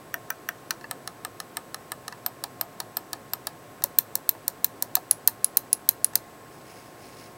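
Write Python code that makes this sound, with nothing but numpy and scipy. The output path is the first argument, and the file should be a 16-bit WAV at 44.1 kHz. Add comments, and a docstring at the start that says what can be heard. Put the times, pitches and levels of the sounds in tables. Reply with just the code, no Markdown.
"""Trackball buttons and ball

Five buttons of a desktop trackball click in turn, close up: the wheel, two thumb buttons, two bright finger buttons.
Each microswitch snaps on the way down and on the way up, ringing decaying modes of spring, cap and housing.
Fingers nudge loose caps with rings, noisy scuffs and thuds; at the end one rolls the ball over its bearings,
as noise grains through resonances. A fan hums, as shaped noise and wavering tones, in the small, dry room."""
import sys
import numpy as np
from scipy import signal
from scipy.fft import rfft, irfft, next_fast_len
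from scipy.io import wavfile
from scipy.ndimage import uniform_filter1d, map_coordinates

SR = 44100
rng = np.random.default_rng(int(sys.argv[2]) if len(sys.argv) > 2 else 0)


def unload_audio(sound):
    """Save the sound as a 16-bit wav file, at the path given as the first command line argument."""
    columns = np.transpose(np.atleast_2d(sound))
    # keep every value between -1 and 1, then stretch to whole-number steps
    steps = np.round(np.clip(columns, -1, 1) * 32767)
    wavfile.write(sys.argv[1], SR, steps.astype(np.int16))


N = 325017  # length [samples]
LEAD = SR // 400  # silence in front of each snap [samples]

# Relative spectrum of skin brushing plastic: (frequency [Hz], density [dB per Hz])
SKIN_SPECTRUM = [(600, -10.5), (1800, -15), (3200, -11.5), (4300, 2.5), (4900, 1), (6500, -7.5),
                 (15000, -12)]


def wheel_button():
    """The wheel's switch: its snaps ring the wheel's own modes and shell."""
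    # Alternate presses and releases: (time [s], level [dB], cap knock [dB], spring brightness [dB])
    clicks = [(.1411, -0.5, 0.5, 4.5), (.3032, -4, 3.5, 7), (.4883, 1.5, -0.5, 2), (.7072, -1, -1, 1)]
    # Strong modes when pressed and when let go: (frequency [Hz], level [dB], t60 [s])
    down = [(683, -36.5, 0.069), (950, -38, 0.043), (1274, -28, 0.02), (1564, -23, .021),
            (1817, -20, 0.019), (2380, -33, 0.019), (2810, -30, .006), (3400, -40, 0.03),
            (5760, -29, 0.012), (13400, -27, .009)]
    up = [(690, -39, 0.022), (970, -33, 0.048), (1296, -26.5, 0.026), (1556, -23, 0.023),
          (1783, -24.5, 0.021), (2410, -34, 0.035), (2870, -30.5, 0.0074), (3430, -40, 0.034),
          (5870, -19.5, 0.01), (10510, -32, 0.0047), (13440, -32, 0.012), (14970, -32, 0.009)]
    # Drive of the dense housing modes: (frequency [Hz], press level [dB], release level [dB])
    shell = [(500, -62, -56), (1720, -60, -52), (3250, -63, -50), (4400, -44.5, -39), (6500, -46.5, -41),
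             (9000, -45, -43), (12200, -49.5, -49), (15500, -41, -31)]
    return microswitch(clicks, down, up, shell, chatter=0.0012, press_db=-0.5, release_db=0.0)


def forward_thumb_button():
    """The forward thumb button: a switch under a cap with its own modes."""
    # Alternate presses and releases: (time [s], level [dB], cap knock [dB], spring brightness [dB])
    clicks = [(0.9111, 0.67, -0.5, 3.5), (1.0754, 1, -0.26, 0.5), (1.249, -0.64, 1, 1.5),
              (1.4017, 0.61, 0, 0.5), (1.5698, 1.8, -0.76, 2.5), (1.7444, 0.73, 0.5, 1),
              (1.9188, -1, 1.8, 4), (2.0803, 0.61, 0, -1.5)]
    # Strong modes when pressed and when let go: (frequency [Hz], level [dB], t60 [s])
    down = [(725, -35, 0.031), (940, -41.5, 0.044), (1210, -33.5, 0.039), (1277, -30.5, 0.027),
            (1744, -29.5, 0.021), (2040, -34.5, 0.012), (3070, -36.5, 0.015), (3740, -38, 0.013),
            (4040, -32.5, 0.013), (5400, -33, 0.009), (8340, -23, 0.0047), (13500, -28, 0.006)]
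    up = [(770, -38, 0.026), (1240, -30.5, 0.019), (1760, -31, 0.018), (2000, -45, 0.028),
          (2970, -38, 0.0082), (4080, -32.5, 0.016), (5420, -31.5, 0.0087), (5930, -34, 0.0064),
          (6500, -39, 0.02), (8200, -40, 0.014), (10100, -28, 0.0035), (14040, -35, 0.007)]
    # Drive of the dense housing modes: (frequency [Hz], press level [dB], release level [dB])
    shell = [(500, -60, -59), (900, -56, -53), (1700, -60, -63), (2400, -41.5, -49), (3200, -48, -54),
             (4330, -41.5, -38), (6500, -46, -48), (9000, -39, -46), (12000, -51, -50), (15500, -50, -48)]
    return microswitch(clicks, down, up, shell, chatter=0.0011, press_db=-0.46, release_db=-0.36)


def back_thumb_button():
    """The back thumb button: the switch with the shortest contact chatter."""
    # Alternate presses and releases: (time [s], level [dB], cap knock [dB], spring brightness [dB])
    clicks = [(2.2625, 0, 1.2, 1.7), (2.4389, 0.89, 0, 0.36), (2.6115, 0.65, 0.61, 0.62),
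              (2.8022, 0.28, 0.77, 0.18), (2.9694, 0.23, 0.61, -0.16), (3.1312, 0.19, -1, 0.69),
              (3.3345, 0.43, 0.32, -0.77), (3.47, 0.85, 0.61, 2)]
    # Strong modes when pressed and when let go: (frequency [Hz], level [dB], t60 [s])
    down = [(703, -35, 0.03), (754, -43, 0.028), (797, -33, 0.024), (960, -37, 0.05), (1236, -32, 0.022),
            (1690, -30.5, 0.014), (3090, -47, 0.05), (5290, -29, 0.0084), (7660, -31, 0.009),
            (8360, -25, 0.013), (9990, -32, 0.006), (13300, -16, 0.019)]
    up = [(693, -36, 0.031), (810, -34.5, 0.023), (954, -39.5, 0.067), (1237, -33, 0.022),
          (1710, -33, 0.024), (2340, -46, 0.037), (2680, -49, 0.043), (3130, -46, 0.032),
          (5600, -29.5, 0.0063), (7000, -33.5, 0.013), (7800, -32, 0.009), (9860, -23.5, 0.0032)]
    # Drive of the dense housing modes: (frequency [Hz], press level [dB], release level [dB])
    shell = [(500, -58, -63), (900, -50, -58), (1680, -49, -44), (2390, -43, -56), (3050, -47.5, -48.5),
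             (4410, -30.5, -29), (6300, -42, -43), (9000, -44, -41.5), (12800, -38, -43), (15600, -42, -33)]
    return microswitch(clicks, down, up, shell, chatter=0.00071, press_db=0.45, release_db=0.64)


def inner_finger_button():
    """The inner finger button: bright, with its strongest modes in the treble."""
    # Alternate presses and releases: (time [s], level [dB], cap knock [dB], spring brightness [dB])
    clicks = [(3.8389, 2.5, -0.7, 1), (3.9865, 1.3, -1, 3), (4.1542, 0.9, -1.5, -0.5),
              (4.2917, -1, -3.5, 2), (4.4799, 1, -1, 0), (4.6445, -0.3, -3.5, 0), (4.8238, 0, 0.59, 0),
              (4.9536, 1, -0.5, -1)]
    # Strong modes when pressed and when let go: (frequency [Hz], level [dB], t60 [s])
    down = [(590, -54, 0.03), (960, -33, 0.018), (1750, -38, 0.025), (3860, -32.5, 0.0061),
            (4300, -27.5, 0.012), (5560, -26, 0.0068), (8100, -35, 0.021), (8950, -25.5, 0.007),
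            (11050, -19.5, 0.007), (12140, -18, 0.0065), (13500, -17, 0.006), (14000, -19, 0.0048)]
    up = [(1740, -29, 0.016), (3650, -28, 0.0034), (4150, -20.5, 0.01), (5290, -26, 0.0068),
          (5960, -25.5, 0.014), (6360, -28, 0.015), (7520, -27, 0.024), (9130, -19, 0.01),
          (12240, -16.5, 0.0054), (13210, -10, 0.0092), (14000, -23, 0.018), (14600, -16, 0.0049)]
    # Drive of the dense housing modes: (frequency [Hz], press level [dB], release level [dB])
    shell = [(504, -40, -53.5), (890, -48, -34.5), (1720, -47, -44.5), (2550, -48.5, -38), (3120, -55, -44),
             (4280, -42.5, -57), (6900, -31, -31.5), (9000, -34, -34), (12100, -41, -25.5),
             (15500, -27, -21.5)]
    return microswitch(clicks, down, up, shell, chatter=0.0013, press_db=0.0, release_db=0.44)


def outer_finger_button():
    """The outer finger button: bright, with strong treble modes on both strokes."""
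    # Alternate presses and releases: (time [s], level [dB], cap knock [dB], spring brightness [dB])
    clicks = [(5.1107, 1, 1, 4), (5.2753, -0.36, -3, 1), (5.4444, -0.5, -4, 3), (5.5708, -2.1, -2, 0.5),
              (5.7296, -0.39, -3, 4), (5.8897, -1.6, -1.5, 1.5), (6.0446, -0.42, -0.5, 3),
              (6.155, -0.99, -0.5, -3.5)]
    # Strong modes when pressed and when let go: (frequency [Hz], level [dB], t60 [s])
    down = [(625, -41, 0.034), (876, -40.5, 0.02), (2800, -36.5, 0.006), (5050, -25.5, 0.0072),
            (5690, -24, 0.0037), (6690, -24, 0.008), (6950, -32.5, 0.021), (8340, -20.5, 0.0058),
            (10550, -12.5, 0.0096), (10880, -13, 0.0099), (12830, -21, 0.0068), (14500, -20.5, 0.005)]
    up = [(580, -38.5, 0.028), (1620, -30, 0.017), (3080, -36, 0.015), (4150, -16.5, 0.011),
          (8380, -17.5, 0.0063), (9020, -16, 0.016), (9500, -26, 0.018), (10400, -11, 0.007),
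          (10500, -18, 0.021), (12500, -6.5, 0.013), (13450, -7.5, 0.008), (14150, -7, 0.0044)]
    # Drive of the dense housing modes: (frequency [Hz], press level [dB], release level [dB])
    shell = [(500, -52.5, -47), (898, -53, -37), (1690, -43, -41), (2660, -51, -36), (3300, -55, -50),
             (4200, -30.5, -30), (6670, -59, -22), (9100, -34.5, -32.5), (12300, -35, -19.5),
             (15500, -42, -21)]
    return microswitch(clicks, down, up, shell, chatter=0.0013, press_db=1.5, release_db=-1.27)


def microswitch(clicks, down, up, shell, chatter, press_db, release_db):
    """A switch snaps down and up; each stroke repeats its own ring with small changes."""
    # Decay of the dense housing modes: (frequency [Hz], t60 [s])
    shell_t60 = [(700, 0.045), (2000, 0.022), (5000, 0.0095)]
    # the cap's low modes swell just after the snap
    knock_hz, knock_rise_s, knock_hold_s = 2250, 0.00076, 0.001
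    track, shell = np.zeros(N), np.array(shell)
    for stroke, (strong, stroke_db) in enumerate([(down, press_db), (up, release_db)]):
        dense_hz = np.arange(500, 16400, 200) + rng.uniform(-70, 70, 80)
        dense_db = along(shell[:, [0, stroke + 1]], dense_hz)
        dense = np.column_stack([dense_hz, dense_db, along(shell_t60, dense_hz)])
        modes = np.vstack([strong, dense])
        phase = rng.uniform(0, 2 * np.pi, len(modes))
        low = 1 / (1 + (modes[:, :1] / knock_hz) ** 6)  # near 1 for low modes, 0 for high ones
        hold, rise = chatter + knock_hold_s * low, 0.0001 + knock_rise_s * low
        for s, db, knock_db, bright_db in clicks[stroke::2]:
            # the finger never lands twice on quite the same spot
            click_phase = phase + 0.56 * rng.standard_normal(len(modes))
            rows = ring(modes, click_phase, hold, rise)
            tilt = [(1900, knock_db), (3000, 0), (8000, 0), (10500, bright_db)]  # (Hz, dB)
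            mode_gain = amp(db + stroke_db + along(tilt, modes[:, 0]))
            snap = even_out(rows * mode_gain[:, None], width_hz=720)
            add(track, s - LEAD / SR, in_room(snap))
            hiss = shiver(t60=0.064, rise=0.004, low_hz=2500)
            add(track, s, amp(-24.5) * np.linalg.norm(snap) * hiss)
    return track


def ring(modes, phase, chatter, rise):
    """One row per mode: driven while the contact chatters, then dying freely."""
    t = np.arange(SR // 20) / SR
    hz, db, t60 = np.transpose(modes)[:, :, None]
    free_time = np.maximum(t - chatter, 0)
    envelope = (1 - np.exp(-t / rise)) * amp(db - 60 * free_time / t60)
    return envelope * np.sin(2 * np.pi * hz * t + phase[:, None])


def even_out(rows, width_hz):
    """Sum the modes so that each band keeps their joint energy, however they overlap."""
    spectra = rfft(np.pad(rows, [(0, 0), (LEAD, 0)]))
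    bins = max(1, round(width_hz * (rows.shape[1] + LEAD) / SR))

    def smooth(power):
        return np.abs(uniform_filter1d(uniform_filter1d(power, bins), bins))

    total = spectra.sum(axis=0)
    joint_power = smooth((np.abs(spectra) ** 2).sum(axis=0))
    summed_power = smooth(np.abs(total) ** 2)
    return irfft(total * np.sqrt(joint_power / summed_power))


def shiver(t60, rise, low_hz):
    """The loose plastic parts shiver after a snap: a fading hiss of energy 1."""
    t = np.arange(SR // 8) / SR
    hiss = filtered(rng.standard_normal(len(t)), lambda f: f ** 2 / (f ** 2 + low_hz ** 2))
    hiss = hiss * (1 - np.exp(-t / rise)) * amp(-60 * t / t60)
    return hiss / np.linalg.norm(hiss)


def nudges():
    """A finger brushes and rocks a loose cap; the hollow housing answers with a thud."""
    # Each nudge: (time [s], cap ring [dB], skin scuff [dB], hollow thud [dB], thud pitch [Hz])
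    touches = [(0.707, -37, -16, -50, 790), (0.8108, -49, -42, -51, 900), (.8411, -37, -49, -54, 915),
               (2.1242, -40, -35, -39.5, 980), (3.821, -47, -30.5, -42, 780),
               (3.8395, -42, -44, -36.5, 593), (4.3501, -53, -59, -40.5, 584),
               (4.968, -41.5, -26, -30, 747), (5.2805, -37, -24.5, -38.5, 593), (6.134, -47, -38, -54, 806),
               (6.1552, -40, -18, -52, 644)]
    # Modes of a loose cap, relative to its ring level: (frequency [Hz], level [dB], t60 [s])
    cap_modes = [(903, -3.5, 0.06), (1182, -4.5, 0.035), (1727, 4.5, 0.025), (1943, -2, 0.026),
                 (2680, -6, 0.033), (4430, -9, 0.017), (4630, -17, 0.019), (5270, -13, 0.011),
                 (6900, -28, .015)]
    # Modes of the hollow housing: (multiple of the thud pitch [ratio], level re thud [dB], t60 [s])
    hollow_modes = [(1, 0, 0.055), (1.25, -2.5, 0.027), (1.66, 1, 0.016)]
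    track = np.zeros(N)
    for s, cap_db, scuff_db, thud_db, thud_hz in touches:
        cap = np.array(cap_modes) + [0, cap_db, 0]
        hollow = np.array(hollow_modes) * [thud_hz, 1, 1] + [0, thud_db, 0]
        modes = np.vstack([cap, hollow])
        phase = rng.uniform(0, 2 * np.pi, len(modes))
        rows = ring(modes, phase, chatter=0.0027, rise=0.00098)
        add(track, s - LEAD / SR, in_room(even_out(rows, width_hz=350)))
        add(track, s, in_room(amp(scuff_db) * scuff(t60=0.016, rise=0.00043)))
    return track


def scuff(t60, rise):
    """A short noisy brush of skin on plastic."""
    t = np.arange(SR // 10) / SR
    noise = unit(filtered(rng.standard_normal(len(t)), lambda f: amp(along(SKIN_SPECTRUM, f))))
    return noise * (1 - np.exp(-t / rise)) * amp(-60 * t / t60)


def ball():
    """The ball rubs over its bearings: fine grains ring the socket while the fingertip brushes its top."""
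    # Resonances of the bearing socket: (centre [Hz], width [Hz], relative level [dB])
    bearings = [(2210, 220, 2.5), (2600, 580, 0), (4150, 300, -14), (5150, 510, 1.5), (6330, 390, -4),
                (9400, 390, 1), (15000, 2000, -11)]

    def socket(f):
        return sum(amp(g) * 1j * f * w / (c * c - f * f + 1j * f * w) for c, w, g in bearings)

    grains = rng.standard_normal(N) * amp(3.2 * wobble(500))
    brushing = rng.standard_normal(N) * amp(4.9 * wobble(200))
    skin = unit(filtered(brushing, lambda f: amp(along(SKIN_SPECTRUM, f))))
    rub = amp(-1.5) * unit(filtered(grains, socket)) + amp(-6) * skin
    return rub * ball_speed() * amp(1.2 * wobble(30))


def ball_speed():
    """Each push spins the ball up, holds its speed and lets it coast to rest; speed sets the rub's gain."""
    # The fingertip pushes the ball: (start [s], length [s], rub gain [dB])
    pushes = [(6.505, 0.04, -55.5), (6.65, 0.18, -56), (6.983, 0.28, -54.5)]
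    spin_up_s, coast_t60_s = 0.03, 0.6
    t = np.arange(N) / SR
    speed = np.zeros(N)
    for s, length, db in pushes:
        coasting = np.maximum(t - s - length, 0)
        speed += amp(db - 60 * coasting / coast_t60_s) * np.clip((t - s) / spin_up_s, 0, 1)
    return speed


def fan(air_db, waver_db):
    """Steady rush of air as shaped noise, with a few slightly unsteady tones."""
    # Relative spectrum of the room noise: (frequency [Hz], density [dB per Hz])
    air_spectrum = [(15, -34), (25, -18), (48, -16), (78, -13), (125, 0.5), (205, -4.5), (260, -0.5),
                    (600, -3), (1150, -9.5), (1720, -11.5), (2150, -16), (3200, -21), (6000, -24),
                    (15700, -25.5)]
    # Mains, fan and electronic whine, before wavering: (frequency [Hz], rms level [dB])
    whines = [(59.5, -75), (107.5, -64.5), (714, -60.5), (1071, -58), (8000, -68.5)]
    t = np.arange(N) / SR
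    air = unit(filtered(rng.standard_normal(N), lambda f: amp(along(air_spectrum, f))))
    tones = np.zeros(N)
    for hz, db in whines:
        level = amp(db + waver_db * wobble(3.0)) * np.sqrt(2)  # rms to peak
        tones += level * np.sin(2 * np.pi * hz * t + 0.28 * wobble(5))
    return amp(air_db) * air + tones


def in_room(sound):
    """A sound with a few early echoes and a short diffuse tail of decaying noise."""
    # Reverberation time: (frequency [Hz], t60 [s])
    room_t60 = [(300, 0.23), (2000, 0.11), (12000, 0.15)]
    # Reverberation colour: (frequency [Hz], level [dB])
    room_db = [(600, -5), (1700, -11.5), (4500, -17.5), (9000, -20.5), (15000, -25.5)]
    # Nearby hard surfaces: (delay [s], level [dB])
    echoes = [(.0085, -40), (.0125, -46), (0.02, -30)]
    hz, t, z = signal.stft(rng.standard_normal(SR // 5), SR, nperseg=128)
    fade = amp(-60 * t / along(room_t60, hz)[:, None]) * (1 - np.exp(-(t / 0.0016) ** 2))
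    tail = signal.istft(z * fade, SR, nperseg=128)[1]
    answer = filtered(tail / np.linalg.norm(tail), lambda f: amp(along(room_db, f)))
    answer[0] = 1  # direct sound
    for delay, db in echoes:
        answer[round(delay * SR)] += amp(db)
    return signal.fftconvolve(sound, answer)


def amp(db):
    """Decibels to gain."""
    return 10 ** (np.asarray(db) / 20)


def unit(x):
    """Scale to rms 1."""
    return x / np.sqrt(np.mean(x ** 2) + 1e-20)


def along(points, hz):
    """Read (Hz, value) points on a log frequency axis."""
    f, v = np.transpose(points)
    return np.interp(np.log(hz + 1), np.log(f), v)


def wobble(rate):
    """A smooth random curve, rate knots a second."""
    knots = rng.standard_normal(int(N * rate / SR) + 4)
    return map_coordinates(knots, [np.arange(N) * rate / SR])


def filtered(x, response):
    """Filter x by a response given as a function of frequency."""
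    size = next_fast_len(len(x) + SR // 2)
    spectrum = rfft(x, size) * response(np.fft.rfftfreq(size, 1 / SR))
    return irfft(spectrum, size)[:len(x)]


def add(track, s, sound):
    """Mix a sound into the track at time s."""
    part = track[round(s * SR):][:len(sound)]
    part += sound[:len(part)]


def scene():
    """The five buttons, the handling, the ball and the room noise."""
    clicks = wheel_button()
    clicks += forward_thumb_button() + back_thumb_button()
    clicks += inner_finger_button() + outer_finger_button()
    return (clicks + nudges() + ball() + fan(air_db=-47.5, waver_db=0.6))[None]


def record(dry):
    """Peaks bend softly below full scale, then a steep low-pass removes the extreme treble."""
    top_hz = 15900
    clipped = dry[0] / (1 + np.abs(dry[0]) ** 6) ** (1 / 6)
    return filtered(clipped, lambda f: 1 / np.sqrt(1 + (f / top_hz) ** 160))[None]


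dry = scene()
out = record(dry)
unload_audio(out)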